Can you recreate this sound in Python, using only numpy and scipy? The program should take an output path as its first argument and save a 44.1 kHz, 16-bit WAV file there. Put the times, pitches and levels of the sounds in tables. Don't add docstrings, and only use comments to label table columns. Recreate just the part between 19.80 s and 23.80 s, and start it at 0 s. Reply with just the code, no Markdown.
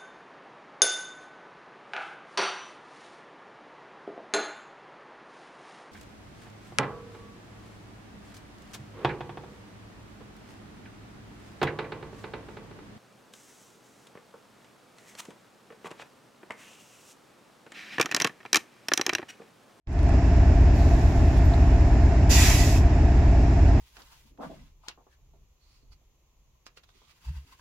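import sys
import numpy as np
from scipy import signal
from scipy.fft import rfft, irfft
from scipy.io import wavfile
from scipy.ndimage import uniform_filter1d

SR = 44100
rng = np.random.default_rng(int(sys.argv[2]) if len(sys.argv) > 2 else 0)


def put_to_file(sound):
    columns = np.atleast_2d(sound).T
    safe = np.clip(columns, -1, 1)
    whole_steps = np.round(safe * 32767)
    wavfile.write(sys.argv[1], SR, whole_steps.astype(np.int16))


N = 176400
T = np.arange(N) / SR
NEAR_HZ, SECOND_HZ, THIRD_HZ = 2.7643, 3.67, 2.6557


# vibrations per engine cycle, relative level in dB.
NEAR_TONES = [(9, -41), (15, -34), (18, -27), (21, -36), (27, -25), (30, -40), (33, -33), (36, -37),
              (39, -38), (42, -36), (45, -31), (48, -41), (51, -43), (54, -43), (57, -46), (60, -47),
              (63, -44), (66, -36), (72, -46), (78, -47), (81, -48), (92, -38), (96, -38), (102, -46),
              (107, -42), (111, -44), (114, -40), (117, -48), (123, -45), (129, -42), (144, -51),
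              (153, -48), (204, -53), (214, -51), (231, -50), (234, -51), (270, -53), (276, -50),
              (279, -51), (324, -54)]
SECOND_TONES = [(8, -34), (9, -37), (12, -36), (13, -39), (15, -37), (16, -22), (17, -38), (20, -34),
                (21, -41)]
THIRD_TONES = [(16, -31), (26, -38), (30, -28), (32, -39), (34, -31)]

def exhaust(near, second, third, gain_db=0.77):
    hum = np.zeros(N)
    for cycles, tones in (near, NEAR_TONES), (second, SECOND_TONES), (third, THIRD_TONES):
        for multiple, db in tones:
            hum += np.sqrt(2) * amp(db) * np.sin(2 * np.pi * (multiple * cycles + rng.random()))
    return amp(gain_db) * hum


# frequency in Hz, relative level in dB.
ROAR_TONE = [(12, -13.5), (30, -8), (60, 2), (90, -0.5), (140, -10), (210, -13), (300, -16), (400, -19.5),
             (500, -25.5), (600, -20.5), (700, -16), (820, -25), (1000, -21.5), (1250, -29.5),
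             (1800, -25.5), (2100, -29), (2600, -30), (3100, -39), (4400, -40.5), (5400, -36.5),
             (6200, -42.5), (7200, -41), (7900, -49), (8700, -60.5), (11500, -61.5), (15000, -72)]
# frequency in Hz, likeness (1 is the same).
ROAR_LIKENESS = [(60, 0.95), (300, 0.77), (650, 0.76), (1000, 0.32), (1400, 0.1), (3000, 0.28),
                 (7000, 0.01)]
# frequency in Hz, left minus right in dB.
ROAR_BALANCE = [(600, -1), (1300, -1), (1800, -4), (2200, -1.5), (2600, -6.5), (3300, 2.5), (4400, 2),
                (5400, -4), (6200, -4), (7200, -7), (8500, 2.5), (10000, -0.5), (13000, 1)]

def roar(cycles, firings=12):
    throb = 1 + 0.029 * np.cos(2 * np.pi * firings * cycles)
    return amp(-27) * throb * noise(ROAR_TONE, ROAR_LIKENESS, ROAR_BALANCE, patchy_db=0.66)


# frequency in Hz, relative level in dB.
CLATTER_TONE = [(110, -20.5), (150, -9), (175, -3.5), (215, -4.5), (290, 0.5), (350, -11.5), (440, -3.5),
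                (500, -25), (580, -8.5), (640, -6), (690, -12.5), (730, -14.5), (770, -10), (810, -6.5),
                (890, -11.5), (1100, -23), (1800, -20.5), (3000, -44)]

def clatter(cycles, size=16384, parts=3, uneven_db=-8.5):
    multiple = np.arange(size // 2 + 1)
    hz = multiple * NEAR_HZ
    level_db = read(CLATTER_TONE, hz) + uneven_db * (multiple % parts > 0)
    in_range = (hz > CLATTER_TONE[0][0]) & (hz < CLATTER_TONE[-1][0])
    phases = np.exp(2j * np.pi * rng.random(len(hz)))
    one_cycle = evened(irfft(in_range * amp(level_db) * phases))
    return amp(-35) * np.interp(cycles, np.arange(size) / size, one_cycle, period=1)


# peak in seconds into the pattern, level in dB, rise in seconds.
PANEL_JOLTS = [(.034, -31, 0.014), (.056, -29, 0.017), (0.088, -37.5, 0.0059), (0.099, -35, 0.0036),
               (.116, -36.5, .005)]

def panel(cycles, repeats=3, ring_hz=683.4, glide_hz_per_s=-200, release_s=0.0062):
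    period = 1 / (repeats * NEAR_HZ)
    t = cycles / NEAR_HZ % period
    swell = np.zeros(N)
    for peak, db, rise in PANEL_JOLTS:
        since = (t - peak + period / 2) % period - period / 2
        swell += amp(db) * np.exp(-np.where(since < 0, since / rise, since / release_s) ** 2)
    hz = ring_hz + glide_hz_per_s * (t - period / 2)
    angle = 2 * np.pi * np.cumsum(hz) / SR
    roughness = drift(hz=40) * np.sin(angle) + drift(hz=40) * np.cos(angle)
    return swell * (np.sin(angle) + 0.1 * roughness)


# frequency in Hz, relative level in dB.
JET_TONE = [(600, -16), (1400, -9), (2400, -1), (3400, -3.5), (4300, -3), (5100, 0.5), (6000, -1),
            (7200, -0.5), (7900, -4.5), (8750, -18), (9600, -12.5), (11000, -9.5), (13000, -12),
            (15300, -14)]
RUSH_TONE = [(400, -22), (800, -3.5), (1100, -2), (1380, -17), (1850, 1), (1980, 4.5), (2100, -7),
             (2600, 2.5), (3100, -17), (6000, -13), (12000, -23)]
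# frequency in Hz, likeness (1 is the same).
AIR_LIKENESS = [(600, 0.28), (1400, 0.81), (3000, 0.15), (12000, 0.076)]
# frequency in Hz, left minus right in dB.
AIR_BALANCE = [(700, -5), (2000, -1.5), (3000, -2.5), (3800, 4.5), (4900, -4.5), (6300, -3), (7200, -9),
               (8200, 3), (9000, 9.5), (9800, -3.5), (11200, -11), (12500, 1.5)]

def air_brake(open_s=2.491, shut_s=2.975, shut_db_per_s=263):
    jet = puff(JET_TONE, open_s, rise_s=0.022, hold_s=0.19, fall_db_per_s=51.5, patchy_db=1.8)
    rush = puff(RUSH_TONE, open_s, rise_s=0.1, hold_s=0.19, fall_db_per_s=46, patchy_db=1.8)
    valve = amp(-shut_db_per_s * np.maximum(T - shut_s, 0))
    return (amp(-23.5) * jet + amp(-29.5) * rush) * valve


def puff(tone, start_s, rise_s, hold_s, fall_db_per_s, patchy_db):
    rise = np.clip((T - start_s) / rise_s, 0, 1)
    fall = amp(-fall_db_per_s * np.maximum(T - start_s - hold_s, 0))
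    return rise * fall * noise(tone, AIR_LIKENESS, AIR_BALANCE, patchy_db)


# delay in seconds, level in dB against the direct sound.
ECHOES = [(.0031, -15), (.0071, -13), (0.0127, -12.5), (0.0242, -17)]

def with_echoes(hiss):
    return hiss + sum(amp(db) * np.roll(hiss, round(delay * SR), axis=1) for delay, db in ECHOES)


# frequency in Hz, relative level in dB.
LEAK_TONE = [(2000, -16), (3500, 4), (5500, -1), (7000, 2.5), (8700, -14.5), (10000, -11.5), (12500, -7.5),
             (15000, -19.5)]

def leak():
    hiss = puff(LEAK_TONE, start_s=0.935, rise_s=0.025, hold_s=0.15, fall_db_per_s=11, patchy_db=2.5)
    return amp(-50) * hiss


# start in seconds, level in dB, pitch in Hz, width in Hz, decay in seconds.
TICK_BURSTS = [(0.071, -19.5, 2000, 3000, 0.0017), (.131, -40, 8000, 4000, .001),
               (0.191, -36, 3500, 4000, 0.0027), (0.23, -43, 7000, 3460, 0.0017),
               (0.291, -43, 5770, 3500, .003), (1.57, -50, 8500, 4500, 0.017),
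               (1.655, -50, 13500, 1990, .012), (1.738, -39, 3970, 600, 0.0055)]

def ticks():
    hz = np.fft.rfftfreq(N, 1 / SR)
    out = np.zeros((2, N))
    for start, db, pitch, width, decay in TICK_BURSTS:
        band = np.exp(-((hz - pitch) / width) ** 2)
        spit = evened(irfft(rfft(rng.standard_normal((2, N))) * band, N))
        out += amp(db) * spit * (T >= start) * np.exp(-abs(T - start) / decay)
    return out * amp([[-3], [1]])


def noise(tone, likeness, balance, patchy_db, size=1024):
    hz = np.fft.rfftfreq(N, 1 / SR)
    shared, apart = rfft(rng.standard_normal((2, N)))
    alike = np.clip(read(likeness, hz), -1, 1)
    shared *= np.sqrt((1 + alike) / 2)
    apart *= np.sqrt((1 - alike) / 2)
    lean = amp(read(balance, hz) / 2)
    sides = np.array([(shared + apart) * lean, (shared - apart) / lean])
    steady = irfft(sides * amp(read(tone, hz)), N)
    slices = signal.stft(steady, nperseg=size)[2]
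    patches = uniform_filter1d(rng.standard_normal(slices.shape[1:]), size=8, axis=0)
    patches = evened(uniform_filter1d(patches, size=6, axis=1))
    return evened(signal.istft(slices * amp(patchy_db * patches), nperseg=size)[1][:, :N])


def drift(hz):
    keep_slow = np.exp(-(np.fft.rfftfreq(N, 1 / SR) / hz) ** 2)
    return evened(irfft(rfft(rng.standard_normal(N)) * keep_slow, N))


def read(table, hz):
    row_hz, value = np.transpose(table)
    return np.interp(np.log(hz + 1), np.log(row_hz + 1), value)


def amp(db):
    return 10 ** (np.asarray(db) / 20)


def evened(x):
    return x / np.sqrt(np.mean(x ** 2) + 1e-20)


def scene(wander_s=0.00018):
    near, second, third = [hz * (T + wander_s * drift(hz=1.6)) for hz in (NEAR_HZ, SECOND_HZ, THIRD_HZ)]
    engines = exhaust(near, second, third) + clatter(near) + panel(near) + roar(near)
    return engines + with_echoes(air_brake()) + leak() + ticks()


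# time in seconds, gain in dB.
OPENING_FADE = [(0, -78), (.06, -66), (.075, -16.5), (.12, -9.5), (.19, -5), (.29, -0.5)]

def record(dry, cutoff_hz=15550, size=511):
    faded = dry * amp(np.interp(T, *np.transpose(OPENING_FADE)))
    padded = np.pad(faded, ((0, 0), (size // 2, size // 2)), mode="reflect", reflect_type="odd")
    treble_cut = signal.firwin(size, cutoff_hz, window=("kaiser", 9), fs=SR)
    return signal.oaconvolve(padded, treble_cut[None], "valid")


dry = scene()
out = record(dry)
put_to_file(out)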